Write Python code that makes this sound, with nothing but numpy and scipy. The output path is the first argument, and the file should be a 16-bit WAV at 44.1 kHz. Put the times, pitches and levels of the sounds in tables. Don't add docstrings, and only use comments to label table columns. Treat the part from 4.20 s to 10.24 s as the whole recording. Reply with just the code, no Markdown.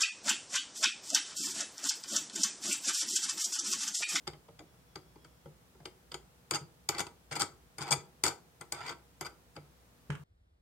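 import sys
import numpy as np
from scipy import signal
from scipy.fft import rfft, irfft, next_fast_len
from scipy.io import wavfile
from scipy.ndimage import map_coordinates

SR = 44100
rng = np.random.default_rng(int(sys.argv[2]) if len(sys.argv) > 2 else 0)


def generate_wav(sig):
    pcm = np.round(np.clip(np.atleast_2d(sig).T, -1, 1) * 32767).astype(np.int16)
    wavfile.write(sys.argv[1], SR, pcm)


N = 266275

# [frequency_hz, relative_density_db_per_hz]
AIR_SPECTRUM = [(12, -67), (20, -41), (39, -24.5), (60, 3), (86, -12), (172, -6.5), (210, -15),
                (241, -12.5), (328, -18), (472, -17.5), (802, -19), (976, -20), (2390, -26.5),
                (16000, -33.5)]
# [frequency_hz, correlation_ratio]
AIR_CORRELATION = [(60, 0.8), (240, 0.8), (950, -0.049), (3770, -0.11), (15000, 0.043)]
# [frequency_hz, rms_level_db]
HUM_PARTIALS = [(59.6, -81.5), (120, -78.5), (240, -84.5), (479.5, -80)]
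# [frequency_hz, t60_s]
SHOP_DECAY = [(100, 0.34), (300, 0.5), (800, 0.35), (2000, 0.25), (5000, 0.22), (13000, 0.2)]
# [start_s, level_db]
HAND_THUMPS = [(0.772,-52), (1.272,-49.5), (2.335,-43), (2.413,-43), (3.214,-43.5), (3.606,-41),
               (3.713,-35.5), (3.764,-42.5), (5.368,-47), (5.896,-30), (5.995,-46.5)]
# [frequency_hz, relative_level_db, t60_s]
PLYWOOD_MODES = [(91, -14.5, 0.18), (146.8, 0.5, 0.13), (177, -12, 0.11), (421, -8, 0.064)]
# [start_s, level_db, t60_s]
SPARE_NUT_TICKS = [(5.9025, -37.5, 0.034), (5.921, -46.5, 0.13), (5.952, -47.5, 0.046)]
# [frequency_hz, relative_density_db_per_hz]
TICK_SPECTRUM = [(350, 3), (650, -11), (1000, -0.5), (1400, 0.5), (2000, -5), (2900, -4.5), (4300, -22),
                 (5500, -20.5), (8500, -19), (15000, -52)]
# [time_s, pitch_hz, level_db]
SQUEAL_CURVE = [(.44, 3360, -105), (.5, 3390, -78), (.62, 3390, -82), (.85, 3360, -80), (1.2, 3330, -83),
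                (1.33, 3340, -105)]
# [frequency_hz, relative_level_db, t60_s]
BENCH_MODES = [(94.6, -9, 0.18), (148, 0, 0.12), (314.6, -4.5, 0.11), (362.7, -1, 0.11),
               (461.3, -1.5, 0.11)]
FRAME_MODES = [(818.4, 5.5, 0.081), (951, -5, 0.16), (1206, -13.5, 0.095), (1274, -4.5, 0.1),
               (1348, 5, 0.046), (1522, 2, 0.05), (2030, -1.5, 0.078), (2286, -4, 0.11)]
NUT_MODES = [(3110, -6, 0.025), (3490, -5.5, 0.017), (4550, -6, 0.057), (4800, 7, 0.026),
             (4846, 1.5, 0.022), (5730, -32, 0.047), (6550, -4.5, 0.083), (7040, 4, 0.055),
             (7340, -1, 0.059), (8180, -3, .04), (8260, -0.5, .04), (8700, 1.5, 0.071), (9760, -3.5, 0.034),
             (11350, -9.5, .03), (12270, -6.5, 0.067), (12620, -13.5, 0.036), (14500, -23, 0.028),
             (15400, -26, .025)]
# [frequency_hz, relative_density_db_per_hz]
BENCH_CLOUD = [(35, -45), (75, -23), (140, -1), (230, -18), (350, 3), (500, -8), (700, -12), (1500, -61)]
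FRAME_CLOUD = [(300, -9.5), (600, -11), (830, 2), (1050, -0.5), (1400, 1.5), (1780, -11.5), (2250, -0.5),
               (2650, -13), (3500, -8), (7000, -75)]
NUT_CLOUD = [(1300, -45), (2500, -11), (3400, -2.5), (4000, -15.5), (4700, 9), (5400, -5.5), (6800, -1),
             (8400, 3.5), (9300, -12), (10600, -22), (12400, -17), (13600, -19), (14600, -18.5),
             (16000, -37)]
# [frequency_hz, gain_db]
RIGHT_CHANNEL_SHADE = [(2500, -0.5), (4200, -1.5), (6400, -7), (8200, -16.5), (10000, -12.5), (15000, -6)]
# [contact_s, click_db, thud_db]
STUD_TAPS = [(0.0722,-48,-44), (.0766,-36.5,-44), (.135,-59,-52), (.287,-67.5,-51), (0.3925,-52.5,-52.5),
             (.406,-72.5,-50.5), (.54,-83,-63), (0.7578,-44,-45.5), (0.9594,-70.5,-53), (1.0481,-57,-56.5),
             (1.2603,-69,-46.5), (1.552,-75,-61), (1.605,-73,-53.5), (1.6563,-43,-46), (1.9187,-43,-53),
             (1.943,-39,-44), (2.749,-44.5,-46.5), (2.868,-48,-49.5)]
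# [hardest_knock_s, knock_gap_s, frame_db, nut_db], levels of the hardest knock
WOBBLE_CLATTERS = [(2.356,0.0093,-35.5,-31), (2.804,.0095,-34.5,-31), (3.127,0.0069,-43.5,-40.5),
                   (3.165,0.0053,-38.5,-35.5), (3.219,0.01,-33,-26), (3.625,.008,-41,-39),
                   (3.688,.009,-43,-46), (3.726,.008,-29,-23), (4.064,0.0093,-32.5,-26.5),
                   (4.084,.005,-38.5,-32), (4.695,0.014,-39.5,-40), (5.064,0.0076,-42.5,-43)]
# [contact_s, click_db, thud_db, hardness_db_per_octave, spin_length_s]
WING_CONTACTS = [(2.31,-27,-37,-1,0.057), (2.6899,-23.5,-37,1,0.13), (3.114,-49,-41.5,-10,0.12),
                 (3.5837,-41.5,-45.5,3,0.11), (4.0379,-21.5,-35,5.5,0.083),
                 (4.4113,-45.5,-47.5,12.5,0.0074), (4.523,-31.5,-47,5,.21), (5.0105,-36.5,-42.5,10.5,0.021),
                 (5.357,-64,-59.5,13,0), (5.3653,-51,-46,-8,0.0029)]

LOW_CUT_HZ, TOP_HZ = 47, 16000
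LIFE_SAMPLES = SR // 3
AGE_S = np.arange(LIFE_SAMPLES) / SR
TAP_HARDNESS_DB_PER_OCTAVE = -8.5
FRAME_CLICK_SHARE = 0.32
LEAD_IN_DB, LEAD_IN_FALL_DB_PER_DB, LEAD_IN_AT_DB = -11.5, 0.58, -41.5
SWELL_DB_PER_KNOCK, FADE_DB_PER_KNOCK = 2, 10
KNOCK_WIDTH_SHARE = 0.27
MELLOW_DB, HARDENING_DB_PER_OCTAVE_PER_DB = -31.5, 0.13
SPIN_SWELL_DB = 1
SQUEAL_FLUTTER_DB = 4


def amp(db):
    return 10 ** (np.asarray(db) / 20)


def unit(x):
    return x / np.sqrt(np.mean(x ** 2) + 1e-20)


def burst(x):
    return unit(x) * np.sqrt(SR / 100 / x.shape[-1])


def along(points, hz):
    point_hz, values = np.transpose(points)
    return np.interp(np.log(hz + 1), np.log(point_hz + 1), values)


def filtered(x, gain):
    n = x.shape[-1]
    padded = next_fast_len(n + SR // 20, True)
    spectrum = rfft(x, padded) * gain(np.fft.rfftfreq(padded, 1 / SR))
    return irfft(spectrum, padded)[..., :n]


def spread(pair, width):
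    shared, opposed = pair[0], width * pair[1]
    return np.array([shared + opposed, shared - opposed])


def add(track, start_s, sound):
    part = track[:, max(round(start_s * SR), 0):][:, :sound.shape[-1]]
    part += sound[:, :part.shape[-1]]


def wobble(rate_hz):
    knots = rng.standard_normal(int(N * rate_hz / SR) + 4)
    return map_coordinates(knots, [np.arange(N) * rate_hz / SR])


def room_tone(air_db):
    def stereo_gain(hz):
        angle = np.arccos(np.clip(along(AIR_CORRELATION, hz), -1, 1)) / 2
        return amp(along(AIR_SPECTRUM, hz)) * [np.cos(angle), np.sin(angle)]

    air = filtered(rng.standard_normal((2, N)), stereo_gain)
    t_s = np.arange(N) / SR
    hum = sum(amp(db) * unit(np.sin(2 * np.pi * (hz * t_s + rng.random()))) for hz, db in HUM_PARTIALS)
    return amp(air_db) * unit(spread(air, 1)) + hum


def shop_echo():
    noise = rng.standard_normal((2, LIFE_SAMPLES))
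    hz, t_s, bins = signal.stft(noise, SR, nperseg=256)
    decay = amp(-60 * t_s / along(SHOP_DECAY, hz)[:, None])
    tail = signal.istft(bins * decay, SR, nperseg=256)[1][:, :LIFE_SAMPLES]
    onset = (1 - np.exp(-AGE_S / 0.0018)) ** 2
    tail = spread(tail * onset, 0.34)
    return tail / np.linalg.norm(tail[0])


def thumps(rise_s, room_db):
    track = np.zeros((2, N))
    for start_s, level_db in HAND_THUMPS:
        flex = sum(amp(db - 60 * AGE_S / t60_s) * np.sin(2 * np.pi * hz * AGE_S)
                   for hz, db, t60_s in PLYWOOD_MODES)
        flex = amp(level_db) * burst(flex * (1 - np.exp(-AGE_S / rise_s)))
        echo = signal.fftconvolve(flex[None], shop_echo(), axes=1)[:, :LIFE_SAMPLES]
        add(track, start_s, flex + amp(room_db) * echo)
    return track


def pickup(room_db):
    track = np.zeros((2, N))
    for start_s, level_db, t60_s in SPARE_NUT_TICKS:
        noise = rng.standard_normal((2, LIFE_SAMPLES))
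        tick = filtered(noise, lambda hz: amp(along(TICK_SPECTRUM, hz)))
        tick = amp(level_db) * burst(spread(tick, 0.8) * amp(-60 * AGE_S / t60_s))
        echo = signal.fftconvolve(tick, shop_echo(), axes=1)[:, :LIFE_SAMPLES]
        add(track, start_s, tick + amp(room_db) * echo)
    return track


def squeal(upper_db, flutter_db):
    time_s, pitch_hz, level_db = np.transpose(SQUEAL_CURVE)
    t_s = np.arange(N) / SR
    hz = np.interp(t_s, time_s, pitch_hz) * (1 + 0.0087 * wobble(74))
    phase = 2 * np.pi * np.cumsum(hz) / SR
    tone = np.sin(phase) + amp(upper_db) * np.sin(1.61 * phase)
    tone = tone * amp(flutter_db * wobble(18.4))
    return unit(tone) * np.interp(t_s, time_s, amp(level_db), left=0, right=0)


def ring(modes, spectrum, cloud_db, cloud_t60_s, width, hardness=0):
    t_s = AGE_S[:LIFE_SAMPLES // 2]
    hz, db, t60_s = np.transpose(modes)

    def tilt(f):
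        return amp(hardness * np.log2(np.clip(f / hz[0], 1, 3)))

    size = amp(db + 2.4 * rng.standard_normal(len(hz))) * tilt(hz)
    turn = np.exp(2j * np.pi * rng.random((2, len(hz))))
    decaying = np.exp(np.outer(2j * np.pi * hz - np.log(1000) / t60_s, t_s))
    lines = ((size * turn) @ decaying).real
    noise = rng.standard_normal((2, len(t_s)))
    cloud = filtered(noise, lambda f: amp(along(spectrum, f)) * tilt(f))
    cloud = cloud * amp(-60 * t_s / cloud_t60_s)
    return spread(unit(lines) + amp(cloud_db) * unit(cloud), width)


def shake(force, frame_db, bench_db, nut_db, hardness):
    t_s = AGE_S[:LIFE_SAMPLES // 2]
    softening = -0.8 * max(bench_db - nut_db - 10.0, 0)
    nut = ring(NUT_MODES, NUT_CLOUD, cloud_db=3.5, cloud_t60_s=0.019, width=1.0, hardness=hardness)
    frame = ring(FRAME_MODES, FRAME_CLOUD, cloud_db=1.0, cloud_t60_s=0.063, width=0.56, hardness=softening)
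    bench = ring(BENCH_MODES, BENCH_CLOUD, cloud_db=1.5, cloud_t60_s=0.11, width=0.11)
    frame = frame * (1 - np.exp(-t_s / 0.00018))
    bench = bench * (1 - np.exp(-t_s / 0.004))

    def driven(part, level_db):
        return amp(level_db) * burst(signal.fftconvolve(part, force[None], axes=1))

    nut, frame, bench = driven(nut, nut_db), driven(frame, frame_db), driven(bench, bench_db)
    echo_send = amp(-11.5) * nut + amp(-12) * frame + amp(-12) * bench
    sound = signal.fftconvolve(echo_send, shop_echo(), axes=1)
    add(sound, 0, nut + frame + bench)
    return sound


def chatter(contact_rate_hz, scatter_db):
    chance = rng.random(LIFE_SAMPLES)
    size = rng.standard_normal(LIFE_SAMPLES)
    side = rng.choice([-1, 1], LIFE_SAMPLES)
    return (chance < contact_rate_hz / SR) * side * amp(scatter_db * size)


def rattles(bench_db, count):
    track = np.zeros((2, N))
    for hardest_s, gap_s, frame_db, nut_db in WOBBLE_CLATTERS:
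        width_s = KNOCK_WIDTH_SHARE * gap_s
        reach_s = width_s * 2.5
        t_s = np.arange(-reach_s, reach_s, 1 / SR)
        for k in np.arange(count) - (count - 2):
            db = min(SWELL_DB_PER_KNOCK * k, -FADE_DB_PER_KNOCK * k)
            blows = chatter(contact_rate_hz=1000, scatter_db=3.5)[:len(t_s)]
            force = blows * np.exp(-0.5 * (t_s / width_s) ** 2)
            force[len(t_s) // 2] += 1
            hardness = HARDENING_DB_PER_OCTAVE_PER_DB * (nut_db + db - MELLOW_DB)
            knock = shake(force, frame_db + db, frame_db + db + bench_db, nut_db + db, hardness)
            add(track, hardest_s + k * gap_s - reach_s, knock)
    return track


def spins(frame_db, bench_db, nut_db, hardness, count):
    track = np.zeros((2, N))
    for contact_s, *_, length_s in WING_CONTACTS:
        if length_s > 0:
            stretch_s = length_s / count
            for k in range(count):
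                force = chatter(contact_rate_hz=1500, scatter_db=5)[:round(stretch_s * SR)]
                force[0] += 1
                db = SPIN_SWELL_DB * k / count + 10 * np.log10(stretch_s * 100)
                sound = shake(force, frame_db + db, bench_db + db, nut_db + db, hardness)
                add(track, contact_s + k * stretch_s, sound)
    return track


def contact_knocks():
    track = np.zeros((2, N))
    lead_in_samples = SR // 300
    contacts = [(*row, TAP_HARDNESS_DB_PER_OCTAVE) for row in STUD_TAPS]
    contacts += [row[:-1] for row in WING_CONTACTS]
    for contact_s, click_db, thud_db, hardness in contacts:
        frame_db = FRAME_CLICK_SHARE * click_db + (1 - FRAME_CLICK_SHARE) * thud_db
        lead_in_db = LEAD_IN_DB - LEAD_IN_FALL_DB_PER_DB * (click_db - LEAD_IN_AT_DB)
        lead_in = amp(lead_in_db) * rng.standard_normal(lead_in_samples) / np.sqrt(lead_in_samples)
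        force = np.append(lead_in, 1)
        sound = shake(force, frame_db, thud_db, click_db, hardness)
        add(track, contact_s - lead_in_samples / SR, sound)
    return track


def scene():
    metal = contact_knocks()
    metal += spins(frame_db=-47.0, bench_db=-58.5, nut_db=-55.0, hardness=-5, count=5)
    metal += rattles(bench_db=-8.0, count=4)
    metal = filtered(metal, lambda hz: np.array([np.ones_like(hz), amp(along(RIGHT_CHANNEL_SHADE, hz))]))
    thread = squeal(upper_db=-2, flutter_db=SQUEAL_FLUTTER_DB)
    hands = thumps(rise_s=0.0084, room_db=-11.5) + pickup(room_db=-6.5)
    return metal + hands + thread + room_tone(air_db=-62.5)


def record(dry):
    high_pass = signal.butter(2, LOW_CUT_HZ, "highpass", fs=SR, output="sos")
    lean = signal.sosfilt(high_pass, dry)
    return filtered(lean, lambda hz: 1 / np.sqrt(1 + (hz / TOP_HZ) ** 120))


dry = scene()
out = record(dry)
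generate_wav(out)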